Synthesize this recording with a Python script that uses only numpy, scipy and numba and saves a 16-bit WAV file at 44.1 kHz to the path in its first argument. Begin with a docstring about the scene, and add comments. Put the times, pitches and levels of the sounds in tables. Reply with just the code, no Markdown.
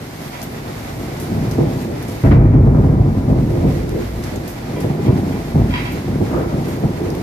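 """Thunder over a rainy courtyard

Heavy rain on paving and plants, heard from a doorway. Shocks from the lightning channel build, crash
and roll on in claps over a distant roll. Fat drops splash close by, a struck piece of metal clinks
and clanks, and behind them small drops patter over a wash. A phone's limiter ducks it all at the crash."""
import sys
import numpy as np
from scipy import signal
from scipy.fft import rfft, irfft
from scipy.io import wavfile
from scipy.ndimage import uniform_filter1d, minimum_filter1d
from numba import njit

SR = 44100
rng = np.random.default_rng(int(sys.argv[2]) if len(sys.argv) > 2 else 0)


def generate_wav(signal):
    """Clip the signal to [-1, 1] and save it as 16-bit WAV at the path in sys.argv[1]."""
    frames = np.transpose(np.atleast_2d(signal))
    scaled = np.clip(frames, -1, 1) * 32767
    pcm = np.round(scaled).astype(np.int16)
    wavfile.write(sys.argv[1], SR, pcm)


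N = 318402
TIME = np.arange(N) / SR


# EQ of thunder after its path through the air: f/Hz, gain/dB
THUNDER_EQ = [(18, -29), (28, -14), (55, -2.5), (78, -4), (108, -3), (145, -1.5), (185, -7.5), (270, -7.5),
              (370, -10.5), (520, -17), (800, -23), (1100, -31.5), (2300, -54), (3600, -77)]
def thunder():
    """Kinks in the lightning channel send a dense crowd of shocks, dulled by the air."""
    shocks = doorway(scatter(rate=1300, spread_db=2, lead_ms=.26, lead_spread_ms=.18))
    dulled = colour(shocks, THUNDER_EQ)
    rumble = steady(band(dulled, "low", 81.4), seconds=.11)
    boom = steady(band(dulled, "band", [86, 250]), seconds=.0613)
    thud = steady(band(dulled, "band", [92, 150]), seconds=.06)
    thud = np.roll(thud, N // 2, axis=1)  # shifted, so its shocks are not the boom's
    tear = steady(courtyard(band(dulled, "high", 255), t60=1, wet_db=-14), seconds=.14)
    # the claps and the far roll ride the faders of these four beds
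    clap_boom, clap_rumble, cracks = claps(shocks)
    far_boom, far_rumble = far_roll()
    return (boom * np.hypot(far_boom, clap_boom)
            + rumble * np.hypot(far_rumble, clap_rumble)
            + thud * clap_rumble * undb(.5)  # the heaviest shocks are long ones
            + tear * np.hypot(far_boom * undb(-2.5), clap_boom * undb(-8.5))
            + cracks)


# clap cues: t/s, boom/dB, rumble/dB, crackle/dB, crackle low-pass/Hz, rise/s, decay/s
CLAP_CUES = [(1.28, -18.5, -31, -32, 605, 0.037, 0.46), (1.574, -11, -30, -12, 514, 0.01, 0.075),
             (1.86, -56, -54, -23, 556, 0.022, .12), (2.234, -4.5, -6, -14.5, 2290, 0.0058, 0.066),
             (2.306, 1.5, -2, -8, 4300, 0.008, 0.034), (2.345, -1, -3, -15, 2530, 0.0073, 0.25),
             (2.528, -0.5, -3, -22, 2400, 0.013, 0.23), (2.66, -12, -9, -11.5, 1110, 0.0069, 0.063),
             (2.743, 0.5, -13, -12.5, 1800, .003, 0.067), (2.82, -6, -20, -23.5, 1770, 0.01, 0.43),
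             (2.94, -9, -8.5, -21, 905, 0.046, 0.039), (3.273, -7, -15.5, -20, 600, 0.01, .13),
             (3.48, -19, -33, -18, 625, 0.03, 0.28), (3.62, -7.5, -20, -17, 750, 0.024, 0.04),
             (3.89, -26, -39, -13.5, 475, 0.076, 0.045), (4.31, -33, -41, -24, 606, 0.019, 0.086),
             (4.70, -34, -44, -22, 650, 0.075, 0.094), (4.834, -11, -40, -15, 540, 0.012, 0.022),
             (4.896, -11, -38, -38, 500, .004, 0.016), (5.045, -12.5, -32, -30, 990, 0.016, 0.13),
             (5.088, -6, -40, -23, 915, 0.0038, 0.033), (5.543, -10, -16.5, -33, 1120, 0.0051, 0.12),
             (6.02, -17.5, -29, -32, 446, 0.074, 0.22), (6.2, -13.5, -40, -9.5, 370, 0.0096, 0.033),
             (6.28, -27, -25, -15, 1400, 0.062, 0.12), (6.52, -20, -58, -47, 497, 0.019, 0.11),
             (6.812, -11, -29, -37, 427, 0.02, 0.04), (6.98, -36, -36, -21.5, 580, 0.015, .3)]
# EQ of the crackle: f/Hz, gain/dB
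CRACKLE_EQ = [(200, -29), (330, 10), (600, -3.5), (1000, -12.5), (1500, -13), (2400, -15.5), (3300, -27.5),
              (6000, -28), (12000, -43)]
def claps(shocks):
    """Long straight stretches of the channel land as claps: boom and rumble envelopes, plus crackle."""
    crackle = steady(colour(courtyard(shocks, t60=.23, wet_db=0), CRACKLE_EQ), seconds=.0204)
    boom_power, rumble_power, cracks = 0, 0, 0
    for start, boom_db, rumble_db, crackle_db, top_hz, rise, decay in CLAP_CUES:
        swell = fade(start, decay, rise)
        low_swell = fade(start, decay * 1.08, rise + .025)  # the low end blooms later and hangs on
        boom_power += (undb(boom_db) * swell) ** 2
        rumble_power += (undb(rumble_db) * low_swell) ** 2
        # each clap has its own crackle; the longer the path through the air, the darker it is
        own_crackle = np.roll(crackle, rng.integers(N), axis=1)
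        cracks += undb(crackle_db) * swell * band(own_crackle, "low", top_hz)
    return np.sqrt(boom_power), np.sqrt(rumble_power), cracks


# fader moves of the distant roll: t/s, boom/dB, rumble/dB
ROLL_FADERS = [(0, -35.5, -49), (1.2, -28, -36.5), (1.85, -27.5, -52), (2.15, -29, -38),
               (3.9, -31.5, -26.5), (4.55, -30, -35.5), (5.1, -21.5, -45), (5.4, -26.5, -33),
               (5.9, -28, -36), (6.4, -25, -43), (7.2, -26, -34)]
def far_roll():
    """Boom and rumble envelopes of the distant thunder, swelling and sagging at random."""
    times, *faders = np.transpose(ROLL_FADERS)
    return [undb(np.interp(TIME, times, db) + .58 * walk(rate=13)) for db in faders]


# fat drops near the door: t/s, spray level/dB, plink f/Hz, spray decay/s
DROP_CUES = [(0.417, -25.5, 6200, 0.0019), (0.427, -26.5, 13000, 0.014), (1.198, -31, 11100, 0.046),
             (1.511, -27.5, 5200, .008), (2.026, -32.5, 12500, .007), (2.082, -33.5, 10200, 0.02),
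             (3.893, -29.5, 11700, .001), (4.238, -30, 5650, 0.0066), (4.359, -33, 6370, .008),
             (4.476, -29.5, 12350, 0.035), (4.803, -32.5, 11500, 0.019), (5.92, -32.5, 13000, 0.014),
             (6.68, -36.5, 12100, 0.069), (7.103, -30.5, 5500, 0.0021), (7.15, -29, 2650, .003)]
# EQ of the spray: f/Hz, gain/dB
SPRAY_EQ = [(1000, -14), (3000, -6), (5500, -2.5), (9000, -5.5), (12500, -7), (16000, 3.5)]
def splashes():
    """A fat drop hits wet paving with a sharp tick and a plink, then bursts into droplets."""
    droplets = scatter(rate=16000, spread_db=2, lead_ms=0, lead_spread_ms=.3)
    spray = level(colour(droplets, SPRAY_EQ))
    drops = 0
    for start, db, hz, decay in DROP_CUES:
        tick = undb(8.5) * fade(start, decay=.00031, rise=.00041)
        burst = spray * undb(db) * (tick + fade(start, decay, rise=.00099))
        plink = undb(3) * resonance(burst, hz, width=1600)
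        drops += burst + plink
    return courtyard(drops, t60=.3, wet_db=-7)


# hits on the metal: t/s, relative level/dB
METAL_HITS = [(.33, -35), (4.76, -36.5), (5.06, -35), (5.32, -37), (5.706, -30), (5.737, -20.5),
              (5.853, -27)]
# its ringing modes: f/Hz, relative level/dB, t60/s
METAL_MODES = [(982, 5, 0.15), (1200, -19, .35), (1436, -9, .28), (1920, -8, 0.3), (1997, -4, .35),
               (2172, -5, 0.44), (2360, -2, 0.2), (2365, -5, .27), (2660, -11, .35), (2880, -15, .22),
               (3220, 0, 0.12), (3880, -17, 0.45), (4720, -13, 0.16), (5050, -19, .2)]
# EQ of the contact scrape: f/Hz, gain/dB
SCRAPE_EQ = [(500, 0), (1000, -3), (2300, 8), (3400, -4.5), (5200, -11), (8000, -32)]
def clank():
    """Each hit rattles a metal piece off to the right; every rough contact rings its modes afresh."""
    bounce_s, bounce_db = .0195, -3
    contacts = [(start + k * bounce_s, db + k * bounce_db) for start, db in METAL_HITS for k in range(4)]
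    t = TIME[:SR // 2]
    hz, mode_db, t60 = np.transpose(METAL_MODES)[:, :, None, None]
    modes = undb(mode_db) * np.exp((2j * np.pi * hz - np.log(1000) / t60) * t)
    attack = np.minimum(t / .0015, 1)
    ring = np.zeros((2, N))
    for start, db in contacts:
        at = int(start * SR)
        phases = np.exp(2j * np.pi * rng.random((len(METAL_MODES), 2, 1)))
        ring[:, at:at + len(t)] += undb(db) * np.sum(modes * phases, axis=0).imag * attack
    touch = sum(undb(db) * fade(start, decay=.018, rise=.0012) for start, db in contacts)
    scrape = level(colour(rng.standard_normal((2, N)), SCRAPE_EQ), -8.5) * touch
    pan = undb([[-1.5], [1.5]])
    return (undb(-5) * ring + courtyard(scrape, t60=.55, wet_db=2)) * pan


# EQ of rain on leaves and puddles: f/Hz, gain/dB
RAIN_EQ = [(200, -7.5), (400, 0), (700, 3.5), (1000, -2), (1300, -4), (1750, -5.5), (2050, -4), (2450, -8),
           (2800, -12), (3600, -12.5), (5200, -14), (9000, -20.5), (12000, -17), (14300, -17)]
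def rain():
    """Countless far drops merge into a dark wash; nearer ones tick brightly on leaves and puddles."""
    wash_db, patter_db = -34.5 - .05 * TIME, -40 - .52 * TIME  # both ease off
    flutter = undb(.071 * walk(rate=9.7) + .5 * walk(rate=25))
    wash = rng.standard_normal((2, N)) * flutter
    ticks = scatter(rate=2200, spread_db=2, lead_ms=0, lead_spread_ms=.4)
    patter = courtyard(ticks, t60=.2, wet_db=3)
    far = level(band(colour(wash, RAIN_EQ), "low", 8300, order=1), wash_db)
    near = level(band(colour(patter, RAIN_EQ), "high", 3000, order=1), patter_db + .6 * walk(rate=9.7))
    bed = far + near
    # the door on the right throws the mids back and shades the treble
    mids = band(bed, "band", [700, 4000], order=1)
    return bed * undb([[.7], [-.7]]) + mids * np.array([[-.24], [.24]])


# resonances of doorway and porch: f/Hz, width/Hz, boost/dB
DOORWAY_MODES = [(52, 4.2, 11), (110, 27, 1), (146.3, 38, 2), (271, 10, 1), (351.7, 9.5, 5), (460, 18, 0),
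                 (658, 19, 3.5), (795, 52, 4), (990, 51, 4.5), (1140, 54, 0.5), (1227, 44, 3.5)]
def doorway(x):
    """Standing waves between door, walls and floor lift narrow bands."""
    return x + sum((undb(db) - 1) * resonance(x, hz, width) for hz, width, db in DOORWAY_MODES)


def courtyard(x, t60, wet_db):
    """Walls and paving add a diffuse reverb tail."""
    t = TIME[:SR // 2]
    tail = rng.standard_normal((2, len(t))) * np.exp(-np.log(1000) * t / t60)
    return x + undb(wet_db) * convolve(x, tail / np.sqrt(np.sum(tail[0] ** 2)))


def scatter(rate, spread_db, lead_ms, lead_spread_ms):
    """Random clicks of uneven size; each one's direction sets how far the left channel leads."""
    count = int(rate * N / SR)
    when, size, sign, direction = rng.random((count, 4)).T
    size = np.sign(sign - .5) * undb(-spread_db * np.log(np.maximum(size, 1 / count)))
    lead_ms = lead_ms + lead_spread_ms * np.log(direction / (1 - direction)) / 2
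    left_at = (when * N).astype(int)
    right_at = left_at + np.round(lead_ms * SR / 1000).astype(int)
    return np.array([np.bincount(at % N, size, N) for at in (left_at, right_at)])


def undb(db):
    return 10 ** (np.asarray(db) / 20)


def level(x, db=0):
    """Normalise to rms 1, then apply a gain."""
    return x * undb(db) / np.sqrt(np.mean(x ** 2))


def steady(x, seconds):
    """Even out the slow loudness, leaving the fine grain at rms 1."""
    return x / np.sqrt(uniform_filter1d(np.mean(x ** 2, axis=0), int(seconds * SR)) + 1e-12)


def walk(rate):
    """Random levels held 1 / rate s and slewed."""
    hold = int(SR / rate)
    return 3.4 * uniform_filter1d(np.repeat(rng.standard_normal(N // hold + 1), hold), hold)[:N]


def fade(start, decay, rise):
    """Quick swell, exponential decay; times in s."""
    age = np.maximum(TIME - start, 0)
    return (1 - np.exp(-(age / rise) ** 2)) * np.exp(-np.maximum(age - rise, 0) / decay)


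def convolve(x, response):
    return signal.fftconvolve(x, np.atleast_2d(response), axes=1)[:, :N]


def colour(x, points, size=8192):
    """Minimum-phase EQ through points of f/Hz, gain/dB."""
    hz, db = np.transpose(points)
    grid = np.maximum(np.fft.rfftfreq(size, 1 / SR), 1)
    gain = undb(np.interp(np.log(grid), np.log(np.maximum(hz, 1)), db))
    cepstrum = irfft(np.log(gain))
    cepstrum[1:size // 2] *= 2
    cepstrum[size // 2 + 1:] = 0
    return convolve(x, irfft(np.exp(rfft(cepstrum))))


def band(x, kind, hz, order=4):
    return signal.sosfilt(signal.butter(order, hz, kind, fs=SR, output="sos"), x)


def resonance(x, hz, width):
    """Band-pass with gain 1 at the centre."""
    return signal.lfilter(*signal.iirpeak(hz, hz / width, fs=SR), x)


@njit
def follow(x, release):
    """Envelope that catches each peak and sinks slowly."""
    envelope, held = np.empty(len(x)), 0.
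    for i in range(len(x)):
        held = max(x[i], held * (1 - release))
        envelope[i] = held
    return envelope


def scene():
    return thunder() + rain() + splashes() + clank()


def record(dry):
    """The phone ducks on loud peaks and recovers slowly; a fast limiter and a high cut follow."""
    window_s, release_s, threshold_db = .04, .95, -5.8
    ceiling, top_hz = .9, 14350
    loudness = np.sqrt(uniform_filter1d(np.mean(dry ** 2, axis=0), int(window_s * SR)) + 1e-12)
    ducked = dry / np.maximum(follow(loudness, 1 / (release_s * SR)) / undb(threshold_db), 1)
    peak_gain = np.minimum(ceiling / (np.abs(ducked).max(axis=0) + 1e-9), 1)
    limited = ducked * uniform_filter1d(minimum_filter1d(peak_gain, size=161), size=161)
    return signal.sosfilt(signal.ellip(12, .2, 70, top_hz, fs=SR, output="sos"), limited)


dry = scene()
out = record(dry)
generate_wav(out)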